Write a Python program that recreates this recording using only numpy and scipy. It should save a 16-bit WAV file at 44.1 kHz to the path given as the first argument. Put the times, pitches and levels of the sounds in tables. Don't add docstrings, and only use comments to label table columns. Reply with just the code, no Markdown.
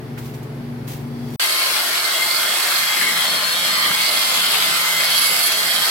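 import sys
import numpy as np
from scipy import signal
from scipy.fft import rfft, irfft, next_fast_len
from scipy.io import wavfile
from scipy.ndimage import uniform_filter1d, map_coordinates

SR = 44100
rng = np.random.default_rng(int(sys.argv[2]) if len(sys.argv) > 2 else 0)


def write(x):
    x = np.atleast_2d(x).T
    wavfile.write(sys.argv[1], SR, np.round(np.clip(x, -1, 1) * 32767).astype(np.int16))


N = 260190

DRONE_END_S, BUFFER_START_S = 1.363, 1.396
MAINS_BUZZ_HZ = 120
# f/Hz, left-right correlation
TOOL_IMAGE = [(100, 0.9), (350, 0.81), (700, 0.73), (1400, 0.22), (2800, 0.011), (5000, -0.022),
              (14000, -0.0012)]
SHOP_IMAGE = [(100, 1), (300, 0.89), (800, 0.21), (2000, 0.051), (8000, .05)]


def buffer():
    # t/s, speed/Hz
    armature_speed = [(1.42, 175.3), (1.66, 174.8), (2.38, 175.3), (2.52, 174.4), (2.56, 175.3),
                      (2.78, 174.8), (2.82, 173.4), (2.94, 175.0), (2.98, 174.5), (3.04, 171.0),
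                      (3.1, 172.9), (3.18, 170.5), (3.22, 172.0), (3.46, 171.4), (3.64, 173.1),
                      (3.7, 171.7), (3.86, 171.8), (3.9, 171.0), (3.98, 172.9), (4.18, 173.5),
                      (4.24, 173.9), (4.5, 172.5), (4.54, 170.8), (4.74, 172.0), (5.02, 172.3),
                      (5.12, 173.6), (5.16, 172.6), (5.4, 173.7), (5.6, 173.1), (5.72, 174.3),
                      (5.74, 172.9), (5.88, 173.2)]
    # t/s, level/dB
    treble_ride = [(1.42, -24.5), (1.56, -24.5), (1.68, -27), (1.86, -25.5), (2.0, -28.5), (2.14, -25),
                   (2.72, -24.5), (2.78, -23), (2.94, -27), (3.0, -24), (3.36, -28.5), (3.7, -27),
                   (3.84, -28.5), (3.92, -23), (4.0, -26), (4.14, -23.5), (4.22, -25.5), (4.28, -24),
                   (5.06, -25), (5.2, -21.5), (5.38, -22.5), (5.46, -21), (5.52, -24), (5.88, -25.0)]
    # t/s, left minus right/dB (scaled for each part)
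    tool_drift = [(1.4, 1.5), (1.9, 1), (3.3, 0.2), (4.3, -0.5), (5.9, -1.5)]
    # f/Hz, left minus right/dB
    lean = [(500, 0.5), (1000, -1), (1600, -2.5), (2100, -0.5), (2700, 3.5), (3600, -2), (4400, -1.5),
            (5200, 2.5), (7000, 0)]
    speed, = curves(armature_speed)
    sag = 175.1 - speed
    judder = (0.25 + 0.1 * np.maximum(sag, 0)) * wobble(60)
    turns = np.cumsum(speed + judder) / SR
    treble_db = curves(treble_ride)[0] - np.mean(treble_ride, axis=0)[1]
    side_db, = curves(tool_drift)
    lurch_db = 0.71 * wobble(36)
    rasp = tooth_force(turns)
    wash = door_panel(sag) + cooling_fan(sag, lurch_db, side_db, rasp(0.063))
    wash += angle_gear(lurch_db, rasp(0.38))
    wash += pad_hiss(treble_db, lurch_db, side_db, rasp(0.077))
    rattle = head_rattle(treble_db, lurch_db, side_db)
    wash = reflections(wash + pad_scrape(), scatter=0.4)
    wash = filtered(wash, lambda hz: pan(along(lean, hz)))
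    motor = motor_whines(turns, sag) + armature_buzz(turns, sag) + flares(turns)
    return motor + wash + rattle + rough_swells(rasp(0.23)) + knocks()


def motor_whines(turns, sag):
    orders = [12, 12.685, 19, 25]
    # t/s, left/dB, right/dB
    low = [(1.42, -27, -36), (1.56, -34, -31), (1.86, -33, -46), (2.26, -25, -31), (2.52, -38, -37),
           (2.74, -34, -28), (2.82, -27, -30), (2.96, -30, -34), (3.02, -24, -28), (3.12, -33, -31),
           (3.38, -35, -43), (3.56, -35, -34), (3.74, -29, -42), (3.8, -36, -33), (3.96, -31, -36),
           (4.06, -34, -28), (4.46, -30, -41), (4.98, -26, -25), (5.12, -33, -39), (5.26, -32, -31),
           (5.48, -38, -33), (5.56, -31, -41), (5.64, -32, -26), (5.88, -31, -42)]
    bearing = [(1.42, -34, -40), (1.68, -28, -37), (1.82, -38, -40), (1.96, -27, -46), (2.16, -40, -36),
               (2.38, -33, -41), (2.5, -37, -36), (2.96, -38, -37), (3.0, -28, -38), (3.06, -23, -33),
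               (3.28, -39, -38), (3.44, -30, -34), (3.52, -36, -44), (3.62, -38, -31), (3.7, -31, -36),
               (3.86, -33, -24), (4.04, -24, -36), (4.28, -45, -43), (4.34, -37, -35), (5.12, -27, -39),
               (5.26, -32, -26), (5.62, -29, -34), (5.7, -39, -41), (5.88, -38, -39)]
    middle = [(1.42, -30, -38), (1.62, -42, -31), (1.66, -30, -34), (1.98, -31, -42), (2.04, -41, -44),
              (2.16, -28, -28), (2.36, -33, -39), (2.44, -25, -28), (2.56, -37, -36), (2.86, -26, -33),
              (3.1, -36, -28), (3.2, -24, -35), (3.32, -30, -27), (3.44, -34, -41), (3.62, -30, -25),
              (3.78, -37, -34), (3.84, -27, -29), (4.1, -34, -29), (4.18, -26, -25), (4.34, -30, -42),
              (4.42, -26, -31), (4.66, -38, -28), (4.76, -42, -38), (5.02, -23, -29), (5.06, -30, -38),
              (5.16, -27, -22), (5.32, -40, -37), (5.54, -27, -28), (5.68, -30, -36), (5.88, -29, -23)]
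    high = [(1.42, -34, -29), (1.66, -35, -25), (1.72, -32, -35), (2.12, -42, -27), (2.2, -42, -39),
            (2.36, -42, -24), (2.66, -41, -32), (2.76, -41, -23), (2.9, -42, -38), (3.02, -30, -33),
            (3.22, -32, -30), (3.3, -24, -23), (3.44, -29, -30), (3.5, -23, -31), (3.58, -32, -27),
            (3.66, -24, -32), (3.8, -31, -22), (3.94, -34, -32), (4.12, -34, -24), (4.36, -33, -34),
            (4.42, -29, -28), (4.54, -26, -30), (4.64, -36, -37), (4.92, -34, -38), (4.96, -34, -28),
            (5.18, -30, -26), (5.34, -39, -36), (5.42, -31, -24), (5.52, -34, -25), (5.88, -29, -34)]
    # t/s, angle/rad (0 centred, 1.57 all side)
    width = [(1.42, 1.2), (2.0, 1.1), (2.15, .3), (2.95, .15), (3.35, .8), (3.85, .8), (4.05, .35),
             (4.5, .35), (4.7, .9), (4.95, .4), (5.5, .5), (5.8, 1)]
    high_width = [(1.42, .95), (2.6, 1.05), (2.8, .7), (3.12, 1.1), (3.25, .2), (3.5, .55), (3.7, .4),
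                  (3.88, 1.1), (4.0, .2), (4.3, .2), (4.5, 1.2), (5.0, .3), (5.4, .2), (5.6, 1), (5.85, .4)]
    # multiple of armature speed, free-running level/dB, gain with sag/(dB/Hz)
    lesser_whines = [(18, -45, 1.6), (46, -42, -.6)]

    def whine(order, spread):
        shiver = flutter()
        drift = curves(spread)[0] + 0.25 * wobble(4)
        return shiver * tone(order * turns, scatter=0.3, rate=42, drift=drift)

    out = np.zeros((2, N))
    for order, ride, spread in zip(orders, [low, bearing, middle, high], [width] * 3 + [high_width]):
        out += amp(0.5 + np.array(curves(ride))) * whine(order, spread)
    for order, free_db, db_per_hz in lesser_whines:
        beaming_db = 1.5 + 5.5 * wobble(7)
        out += amp(free_db + db_per_hz * sag + beaming_db) * whine(order, width)
    return out


def armature_buzz(turns, sag):
    # multiple of armature speed, level/dB
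    partials = [(5, -45), (6, -41.5), (7, -43), (8, -44), (9, -44), (10, -43), (11, -42), (17, -42),
                (20, -47), (21, -45), (22, -42.5), (23, -41), (24, -41), (26, -42), (31, -46), (49, -46)]
    buzz = sum(amp(db) * tone(order * turns, scatter=0.81, rate=12) for order, db in partials)
    shake_db = -57.5 + 2.74 * sag + 1.3 * wobble(11)
    shake = amp(shake_db) * pan(1.3) * tone(turns, scatter=0.1, rate=18)
    octave = amp(-49 - 4 * sag) * flutter() * tone(2 * turns, scatter=0.23, rate=24)
    return amp(-0.59 + sag) * buzz + shake + octave


def flares(turns):
    # t/s, length/s, multiple of armature speed, level/dB
    cues = [(1.405, .03, 17.1, -28), (1.52, .12, 22, -34), (1.66, .16, 6, -34), (2.22, .1, 24, -35),
            (2.52, .2, 46, -30.5), (3.38, .16, 23, -33), (3.82, .2, 7, -31.5), (3.84, .08, 18, -31),
            (4.0, .06, 18, -31), (4.04, .1, 6, -33), (4.28, .09, 6, -34.5), (1.7, .2, 24, -35),
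            (4.8, .2, 8, -34), (4.93, .12, 18, -31)]
    out, shiver = np.zeros((2, N)), flutter()
    for s, length, order, db in cues:
        near = around(s, length)
        partial = np.sqrt(2) * np.sin(2 * np.pi * (order * turns[near] + rng.random((2, 1))))
        out[:, near] += amp(db) * swell(s, length, near) * shiver[near] * partial
    return out


def flutter():
    return unit(amp(2.6 * wobble(90)))


def tooth_force(turns):
    bite = 1 + 0.028 * np.sin(2 * np.pi * turns) + 0.022 * np.sin(2 * np.pi * MAINS_BUZZ_HZ * clock())
    chatter = impacts(rate=750, spread_db=7.5, life=0.00095)
    return lambda share: bite * np.sqrt(1 - share + share * chatter)


def cooling_fan(sag, lurch_db, side_db, drive):
    # f/Hz, level/dB
    colour = [(200, -21.5), (400, -10.5), (520, -10), (650, -0.5), (780, -5), (920, -8.5), (1080, -2),
              (1300, 1), (1600, 0.5), (2100, -1.5), (2600, -2.5), (3500, -7.5), (6000, -46)]
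    level_db = -26 + 0.076 * sag + 0.52 * lurch_db
    return amp(level_db) * pan(1.5 + 2 * side_db) * rush(colour, TOOL_IMAGE, drive)


def angle_gear(lurch_db, drive):
    # f/Hz, level/dB
    colour = [(900, -6.5), (1800, -8), (2600, -4), (3200, 1), (3700, -0.5), (4050, 0), (4450, -12),
              (5000, -5), (5700, -17), (7000, -15.5), (12000, -21)]
    # t/s, level/dB
    ride = [(1.42, -27.5), (1.92, -27.5), (2.24, -28), (2.3, -27.5), (3.22, -25), (3.36, -27), (3.52, -31),
            (3.68, -25), (3.72, -25), (4.18, -24), (4.24, -24), (4.46, -23), (4.92, -26.5), (5.2, -25),
            (5.64, -26.5), (5.88, -27.5)]
    level_db = 0.4 + curves(ride)[0] + 1.36 * lurch_db
    return amp(level_db) * pan(-0.52) * rush(colour, TOOL_IMAGE, drive)


def pad_hiss(treble_db, lurch_db, side_db, drive):
    # f/Hz, level/dB
    colour = [(3000, -4.5), (5500, 0), (6300, -1.5), (7100, -1.5), (7900, 1.5), (8500, 1.5), (9600, -4),
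              (10300, -0.5), (11200, 3.5), (12200, -1), (13500, -2), (16000, -9)]
    level_db = -23 + 0.5 * treble_db + 0.87 * lurch_db
    return amp(level_db) * pan(1.3 * side_db - 0.3) * rush(colour, TOOL_IMAGE, drive)


def pad_scrape():
    # f/Hz, level/dB
    colour = [(3500, -25), (4000, -7.5), (4250, -3), (4520, -0.5), (4750, -3.5), (5050, -4), (5450, -11),
              (6200, -28)]
    # t/s, level/dB
    ride = [(1.42, -27.5), (1.56, -28.5), (1.72, -31.5), (2.12, -30), (2.2, -34), (2.34, -26.5),
            (2.52, -36), (2.66, -27.6), (2.7, -37), (2.76, -27.5), (2.88, -31.5), (3.34, -30), (3.46, -29),
            (3.76, -26), (3.98, -30), (4.06, -24), (4.38, -27.5), (4.44, -27), (4.8, -27.5), (4.96, -30),
            (5.1, -27), (5.62, -28), (5.88, -26.5)]
    # t/s, left minus right/dB (widened below)
    side = [(1.42, -9), (2.26, -7), (2.3, -8.5), (3.25, -5), (3.38, 1.5), (4.16, -6), (4.61, 4.5),
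            (4.76, -3), (5.52, -2), (5.88, 0.5)]
    slips = np.sqrt(impacts(rate=450, spread_db=4, life=0.0049))
    return amp(0.5 + curves(ride)[0]) * pan(1.14 * curves(side)[0]) * rush(colour, TOOL_IMAGE, slips)


def head_rattle(treble_db, lurch_db, side_db):
    # f/Hz, level/dB
    colour = [(2000, -35), (3800, -20), (4550, -2), (5400, -18), (7500, -18), (8400, -7), (9600, -20),
              (10300, -10), (10750, -1), (11250, -1), (11800, -7), (13000, -14), (16000, -22)]
    hits = np.sqrt(impacts(rate=430, spread_db=6.5, life=0.0032))
    return amp(-32 + 2.7 * treble_db + lurch_db) * pan(4 * side_db) * rush(colour, TOOL_IMAGE, hits)


def rough_swells(drive, q=8.3):
    # t/s, length/s, f/Hz, glide/(octaves/s), level/dB, left minus right/dB
    cues = [(1.62, .25, 4150, 0, -29, 0), (1.65, .13, 2900, 0, -32, 8), (1.99, .07, 2950, 0, -32, 8),
            (2.35, .05, 4450, 0, -26, -6), (3.018, .055, 1680, 0, -25.5, 5), (3.115, .2, 2020, 0, -27.5, 6),
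            (3.202, .11, 3380, 0, -29, 6), (3.58, .07, 3600, 0, -28.5, -8), (3.85, .2, 1200, 0, -31.5, -4),
            (3.84, .16, 1950, 0, -31.5, -12), (4.29, .07, 1040, 0, -33, 0), (4.28, .05, 3120, -1.5, -29, 4),
            (4.41, .07, 3300, -1.6, -23.5, -2), (4.48, .05, 3000, -1.6, -27, 2),
            (4.545, .04, 2740, -1.6, -25.5, 5), (4.57, .11, 450, 0, -39.5, 2),
            (4.6, .2, 3550, 0, -29.5, -5), (4.75, .24, 1345, .1, -29.5, 1), (5.25, .15, 4650, 0, -28, -6),
            (5.26, .14, 10950, 0, -27, -3), (5.46, .035, 10950, 0, -24.5, -3)]
    out = np.zeros((2, N))
    force = drive * (rng.standard_normal((2, N)) + 1j * rng.standard_normal((2, N)))
    for s, length, hz, glide, db, side_db in cues:
        near = around(s, length)
        cycles = np.cumsum(hz * 2 ** (glide * (clock()[near] - s))) / SR
        roughness = signal.lfilter(*signal.butter(2, hz / q / 2, fs=SR), force[:, near])
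        ring = unit(np.real(roughness * np.exp(2j * np.pi * cycles)))
        out[:, near] += amp(db) * pan(side_db) * ring * swell(s, length, near)
    return out


def knocks(t60_s=0.008):
    # t/s, f/Hz, level/dB, left minus right/dB
    cues = [(2.368, 4400, -10, -6), (3.013, 2070, -9, 9), (3.915, 1380, -9, -1), (4.406, 3270, -10, -8),
            (4.546, 2670, -8, 9), (5.036, 1980, -11, 6), (5.179, 4560, -7, -9), (5.1955, 10940, -9, -8),
            (5.312, 11000, -12, -4), (5.4615, 11020, -9, -7)]
    out = np.zeros((2, N))
    t = np.arange(int(2 * t60_s * SR)) / SR
    for s, hz, db, side_db in cues:
        crack = 0.22 * rng.standard_normal((2, len(t)))
        ring = amp(db - 60 * t / t60_s) * (np.sin(2 * np.pi * hz * t) + crack)
        ring = signal.lfilter(*signal.butter(2, hz / 2, "high", fs=SR), ring)
        start = round(s * SR)
        out[:, start:start + len(t)] += pan(side_db) * ring
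    return out


def door_panel(sag, flat_sag_hz=1.8):
    # f/Hz, level/dB
    colour = [(40, -34), (70, -22), (102, -6.5), (141, -3), (170, -0.5), (250, -1), (345, -5), (440, -7),
              (520, 0), (700, -57)]
    grip = flat_sag_hz * np.tanh(sag / flat_sag_hz)
    return amp(-53 + 5.85 * grip + 1.7 * wobble(16)) * pan(2.4) * rush(colour, TOOL_IMAGE)


def reflections(x, scatter):
    spectrum = signal.stft(x, nperseg=1024)[2]
    field = rng.standard_normal((2,) + spectrum.shape)
    for axis, size in [(2, 3), (2, 2), (3, 8), (3, 8)]:
        field = uniform_filter1d(field, size, axis)
    real, imag = scatter * unit(field + 0.097 * field[:, ::-1])
    gain = unit(np.hypot(1 + real, imag))
    return signal.istft(spectrum * gain, nperseg=1024)[1][:, :N]


def shoes_and_hiss():
    # t/s, level/dB, rise/s, time to fade 20 dB/s
    cues = [(.172, -36.5, 0.013, 0.083), (.21, -40.5, 0.053, 0.12), (.33, -40.5, 0.016, .08),
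            (.425, -42, .006, .04), (.868, -33.5, .014, 0.17), (.905, -35.5, 0.016, 0.11),
            (1.22, -41.5, 0.13, 0.22)]
    # f/Hz, level/dB
    grit_colour = [(410, -34), (700, -4), (777, -9), (971, 0), (1330, -6), (2270, -2), (8420, -7.5),
                   (9730, -8.5), (14800, -3), (16000, -6)]
    heel_colour = [(300, -14), (600, -4), (1150, -9), (1410, 5), (1650, -5), (2270, -6), (3400, -16),
                   (7000, -32)]
    t = clock()

    def envelope(s, db, rise, fade):
        return amp(db - 20 * np.maximum(t - s - rise, 0) / fade) * np.clip((t - s) / rise, 0, 1)

    power = sum(envelope(*cue) ** 2 for cue in cues)
    grain = np.sqrt(power * (0.6 + 0.26 * impacts(rate=750, spread_db=4.5, life=0.00095)))
    heel = envelope(s=0.167, db=-35.5, rise=0.012, fade=0.045)
    return grain * rush(grit_colour, SHOP_IMAGE) + heel * rush(heel_colour, SHOP_IMAGE)


def shop_drone():
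    # f/Hz, level/dB
    hum_tones = [(51, -65), (70.5, -57), (120, -36.5), (142, -34.5), (223, -55), (275, -60), (291, -52),
                 (326, -68), (360.5, -46), (395, -59), (430, -47)]
    # f/Hz, level/dB
    rumble_colour = [(25, -29), (60, -13), (95, -11), (135, -1), (190, -7), (250, -5.5), (400, -10.5),
                     (560, -17), (820, -16.5), (1250, -29.5), (2200, -27), (3500, -62)]
    air_colour = [(590, -11.5), (1000, -6.5), (1110, -7), (3050, -15), (3420, -14.5), (3800, -17),
                  (4620, -16), (7100, -27), (12100, -22.5), (16000, -27)]
    t = clock()
    hum = np.zeros((2, N))
    for hz, db in hum_tones:
        waver_db = 2.2 * (hz / 400) ** 2 * wobble(4.18)
        hum += amp(db + waver_db) * tone(t * hz, scatter=0.089, rate=5.8)
    beat_period_s, beat_peak_s = 0.494, 0.2
    beat = np.abs(1 + 0.54 * np.exp(2j * np.pi * (t - beat_peak_s) / beat_period_s))
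    octave_db = -37 + 6.5 * (np.minimum(t, DRONE_END_S) - DRONE_END_S / 2)
    octave = amp(octave_db) * beat * tone(t * 2 * MAINS_BUZZ_HZ, scatter=0.068, rate=6.7)
    rumble = amp(-35) * rush(rumble_colour, SHOP_IMAGE)
    air = amp(-45.5) * rush(air_colour, SHOP_IMAGE)
    return (hum + octave + rumble) * pan(1.7) + air


def far_hiss():
    # f/Hz, level/dB
    colour = [(2500, -34), (3050, -18), (3260, -15), (3350, 0), (3450, -15), (3700, -22), (4200, -14),
              (4480, -14), (4600, -1), (4720, -13), (5100, -13), (6500, -22)]
    return amp(-48.5) * swell(s=1.25, length=0.2) * rush(colour, SHOP_IMAGE)


def rush(spectrum, image, drive=1):
    def response(hz):
        width = np.arccos(np.clip(along(image, hz), -1, 1)) / 2
        low_cut = np.minimum(hz / spectrum[0][0], 1) ** 2
        return low_cut * amp(along(spectrum, hz)) * np.array([np.cos(width), np.sin(width)])
    mid, side = filtered(drive * rng.standard_normal((2, N)), response)
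    return unit(np.array([mid + side, mid - side]))


def tone(cycles, scatter, rate, drift=0):
    angle = np.float32(2 * np.pi * (cycles - np.floor(cycles)))
    lead = rng.normal(0, scatter)
    ears = []
    for side in (1, -1):
        phase = angle + side * np.float32(drift)
        in_phase = 1 + scatter * wobble(rate)
        quadrature = side * lead + scatter * wobble(rate)
        ears.append(in_phase * np.cos(phase) + quadrature * np.sin(phase))
    return unit(np.array(ears))


def impacts(rate, spread_db, life):
    hits = (rng.random(N) < rate / SR) * amp(spread_db * np.clip(rng.standard_normal(N), -2, 2)) ** 2
    power = signal.lfilter([1], [1, -np.exp(-1 / (life * SR))], hits)
    return power / power.mean()


def wobble(rate, hop=128):
    times = np.arange(N // hop + 2) * hop / SR
    coarse = np.float32(map_coordinates(rng.standard_normal(2048), [times * rate], mode="wrap"))
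    ramp = np.arange(hop, dtype=np.float32) / hop
    return (coarse[:-1, None] + np.diff(coarse)[:, None] * ramp).ravel()[:N]


def swell(s, length, near=slice(None)):
    return np.exp(-2 * np.minimum(np.abs(clock()[near] - s) / length, 10) ** 2)


def around(s, length):
    return slice(int((s - 2 * length) * SR), int((s + 2 * length) * SR))


def filtered(x, response):
    size = next_fast_len(N + SR // 4)
    return irfft(rfft(x, size) * response(np.fft.rfftfreq(size, 1 / SR)), size)[..., :N]


def along(points, hz):
    freqs, values = np.transpose(points)
    return np.interp(np.log(hz + 1), np.log(freqs + 1), values)


def curves(rows):
    times, *columns = np.transpose(rows)
    return [np.interp(clock(), times, column) for column in columns]


def pan(db):
    return amp(np.array([[0.5], [-0.5]]) * db)


def amp(db):
    return 10 ** (np.asarray(db) / 20)


def unit(x):
    return x / np.sqrt(np.mean(x ** 2) + 1e-20)


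def clock():
    return np.arange(N) / SR


def scene():
    shop_gate = np.clip((DRONE_END_S - clock()) / 0.0046, 0, 1)
    buffer_gate = np.clip((clock() - BUFFER_START_S) / 0.00086, 0, 1)
    return shop_gate * (shop_drone() + shoes_and_hiss() + far_hiss()) + buffer_gate * buffer()


def record(dry):
    return filtered(dry, lambda hz: hz < 16050)


dry = scene()
out = record(dry)
write(out)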